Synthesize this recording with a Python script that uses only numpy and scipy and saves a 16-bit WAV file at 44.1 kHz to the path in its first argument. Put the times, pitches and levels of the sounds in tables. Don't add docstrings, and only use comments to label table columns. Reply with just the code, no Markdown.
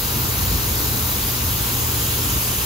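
import sys
import numpy as np
from scipy import signal
from scipy.io import wavfile
from scipy.ndimage import uniform_filter1d

SR = 44100
rng = np.random.default_rng(int(sys.argv[2]) if len(sys.argv) > 2 else 0)


def dump_mix(stems):
    frames = np.atleast_2d(stems).T
    limited = np.clip(frames, -1, 1)
    pcm = np.round(limited * 32767).astype(np.int16)
    wavfile.write(sys.argv[1], SR, pcm)


N = 116865
FRAME = 1024


def gain_of(db):
    return 10 ** (np.asarray(db) / 20)


def evened(x):
    return x / np.sqrt(np.mean(abs(x) ** 2) + 1e-20)


def by_hz(table, hz, axis=1):
    table = np.array(table)
    log_hz = np.log(table[:, 0] + 1)
    return np.interp(np.log(hz + 1), log_hz, table[:, axis])[:, None]


def spectra(x, size=FRAME):
    return signal.stft(x, SR, nperseg=size, noverlap=size - size // 4)


def drift(top_hz):
    t = np.arange(N) / SR
    rates_hz = np.geomspace(.4, top_hz, num=20)
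    waves = (np.sin(2 * np.pi * (f * t + rng.random())) / np.sqrt(f) for f in rates_hz)
    return evened(sum(waves))


# wide mids, antiphase near 9 kHz, mono above 12 kHz
# frequency_hz, likeness (0-1), left_lead_rad, left_minus_right_db
STEREO_IMAGE = [(50, .999, 0, .1), (85, .994, 0, .3), (135, .89, 0, 1), (200, .86, 0, -.3),
                (300, .88, 0, .8), (430, .76, .2, 1.7), (700, .18, -.5, 1.7), (1400, .42, -1.9, 1.6),
                (2200, .3, -.8, 1.6), (3200, .42, .7, 3.3), (4900, .36, .8, 4.3), (5500, .1, -1, 2.7),
                (6000, .43, -1.5, 2.5), (6600, .44, -.3, .7), (7200, .19, -2.9, .2), (7600, .75, -3, .2),
                (8150, .78, -3, 0), (8350, .95, -3.14, 0), (9400, .96, -3.14, 0), (10200, .67, -3.8, 0),
                (10900, .46, -5.1, 0), (11400, .8, -6.1, 0), (11900, .97, -6.25, 0), (12700, 1, -6.283, 0)]


def stereo(hz, z, shift_db, size=FRAME):
    same = np.clip(by_hz(STEREO_IMAGE, hz), 0, 1)
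    lead = np.exp(-1j * by_hz(STEREO_IMAGE, hz, axis=2))
    lean = gain_of((by_hz(STEREO_IMAGE, hz, axis=3) - shift_db) / 2)
    right = same * z[0] * lead + np.sqrt(1 - same ** 2) * z[1]
    pair = np.array([z[0] * lean, right / lean])
    return signal.istft(pair, SR, nperseg=size, noverlap=size - size // 4)[1][:, :N]


# frequency_hz, relative_level_db
HISS_COLOUR = [(250, -17.5), (500, -0.5), (680, 0.1), (800, 2.5), (970, 5), (1400, 1.4), (1800, -2.5),
               (2150, -3), (2700, -1.1), (3250, 0), (3550, -0.5), (3900, 1.5), (4400, -0.4), (5100, 0.4),
               (5550, -1.5), (6000, -0.2), (6350, 0.5), (6700, 1.3), (7300, 1.3), (8300, 1.2), (9300, -4),
               (10200, 4.5), (11500, 0), (13500, 3.5), (14800, 2.5), (15700, 1.7)]
# time_s, share (0-1)
TURN_PATH = [(0, 0), (1.4, 0), (1.75, .26), (2.05, 0.6), (2.35, 1), (2.65, 1)]
# frequency_hz, gain_db, shift_to_right_db
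FACING_CHANGE = [(300, 0, 0), (950, -1.1, 0), (1300, -.2, .5), (1900, -.1, .3), (2400, 1.5, .3),
                 (3000, 2.8, .3), (3500, .6, .6), (3900, -.3, 1.4), (4700, -.1, 2), (6500, 1.3, 2.2),
                 (7600, 2, .5), (9400, 3.5, 0), (11200, .7, 0), (14000, -.4, 0)]
HISS_DB = -21
KERNELS_PER_S, KERNEL_SPREAD_DB = 36000, 1.15
PATCHY_DB, PATCHY_FROM_HZ = 1.4, 2000
MIDS_LEAD_S, MIDS_TOP_HZ = 0.45, 4200


def kernels():
    hits = rng.random((2, N)) < KERNELS_PER_S / SR
    sizes = gain_of(KERNEL_SPREAD_DB * rng.standard_normal((2, N)))
    ticks = hits * rng.standard_normal((2, N)) * sizes
    hz, t, z = spectra(ticks)
    patches = uniform_filter1d(rng.standard_normal(z.shape[1:]), size=14, axis=0)
    patches = evened(uniform_filter1d(patches, size=8, axis=1))
    patches_db = PATCHY_DB * patches / (1 + (PATCHY_FROM_HZ / (hz[:, None] + 1)) ** 2)
    lead_s = MIDS_LEAD_S / (1 + (hz[:, None] / MIDS_TOP_HZ) ** 4)
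    turn = np.interp(t + lead_s, *np.transpose(TURN_PATH))
    colour_db = by_hz(HISS_COLOUR, hz) + turn * by_hz(FACING_CHANGE, hz)
    z = z * gain_of(colour_db + patches_db)
    shift_db = turn * by_hz(FACING_CHANGE, hz, axis=2)
    return gain_of(HISS_DB) * evened(stereo(hz, z, shift_db))


# frequency_hz, relative_level_db
RUMBLE_COLOUR = [(20, -36), (35, -13), (57, 0.5), (90, 0.5), (112, -10.5), (145, -9.5), (200, -9.5),
                 (300, -13.5), (450, -16), (600, -30), (1200, -38)]
# time_s, depth_db, body_db
RUMBLE_SURGE = [(0.0, -30.5, -35), (0.15, -29, -34.5), (0.16, -25, -31.5), (0.36, -31, -34.5),
                (0.38, -26, -35.5), (0.53, -21.5, -30), (0.62, -31, -34), (0.74, -23, -33),
                (0.84, -36, -31), (0.88, -26.5, -32.5), (1.0, -35.5, -31), (1.03, -23.5, -35),
                (1.2, -30.5, -32), (1.25, -25, -36), (1.27, -28.5, -30.5), (1.39, -38.5, -37.5),
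                (1.42, -24.5, -35), (1.7, -33.5, -32.5), (1.75, -28.5, -34), (2.23, -30.5, -32.5),
                (2.37, -24, -31.5), (2.38, -35, -36), (2.62, -29.5, -34), (2.65, -34, -34)]
SURGE_REACH_HZ, BODY_FROM_HZ = 126, 91
STEADIED = 0.57


def rumble():
    hz, t, z = spectra(rng.standard_normal((2, N)), size=4096)
    s, deep_db, body_db = np.transpose(RUMBLE_SURGE)
    deep_db, body_db = np.interp(t, s, deep_db), np.interp(t, s, body_db)
    z = z * gain_of(by_hz(RUMBLE_COLOUR, hz))
    deep = 1 / (1 + (hz[:, None] / SURGE_REACH_HZ) ** 4)
    body = 1 / (1 + (BODY_FROM_HZ / (hz[:, None] + 1)) ** 4)
    deep_power = (deep * abs(z[0]) ** 2).sum(axis=0)
    fading_db = 10 * np.log10(deep_power + 1e-20)
    steadying_db = STEADIED * (fading_db - fading_db.mean())
    deep_swing_db = deep_db - deep_db.mean() - steadying_db
    body_swing_db = body_db - body_db.mean()
    z = z * gain_of(deep * deep_swing_db + body * body_swing_db)
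    return gain_of(deep_db.mean() + 3.0) * evened(stereo(hz, z, 0, size=4096))


# time_s, level_db (rms)
HUM_LEVEL = [(0.0, -35), (0.05, -37), (0.16, -28.5), (0.61, -30), (0.78, -32.5), (0.94, -27.5), (1.11, -34),
             (1.68, -29.5), (1.73, -33), (1.79, -30), (2.46, -31), (2.51, -30), (2.56, -36), (2.65, -34)]
HUM_HZ, FOURTH_DB = 119.25, -21
HUM_WAVER_DB, HUM_WANDER_RAD = 0.77, 0.57
HUM_LEAD_RAD, HUM_LEAD_LOST = .45, .6


def hum():
    t = np.arange(N) / SR
    level_db = np.interp(t, *np.transpose(HUM_LEVEL)) + HUM_WAVER_DB * drift(11)
    level = np.sqrt(2) * gain_of(level_db)
    right_phase = 2 * np.pi * (HUM_HZ * t + rng.random()) + HUM_WANDER_RAD * drift(2.68)
    turn = np.interp(t, *np.transpose(TURN_PATH))
    left_phase = right_phase + HUM_LEAD_RAD * (1 - HUM_LEAD_LOST * turn)
    phases = np.array([left_phase, right_phase])
    fourth = gain_of(FOURTH_DB) * np.sin(4 * phases)
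    balance = gain_of([[.9], [-.9]])
    return level * (np.sin(phases) + fourth) * balance


def scene():
    return kernels() + rumble() + hum()


def record(dry):
    low_pass = signal.firwin(1023, 15750, window=("kaiser", 9), fs=SR)
    return signal.oaconvolve(dry, low_pass[None], "same")


dry = scene()
out = record(dry)
dump_mix(out)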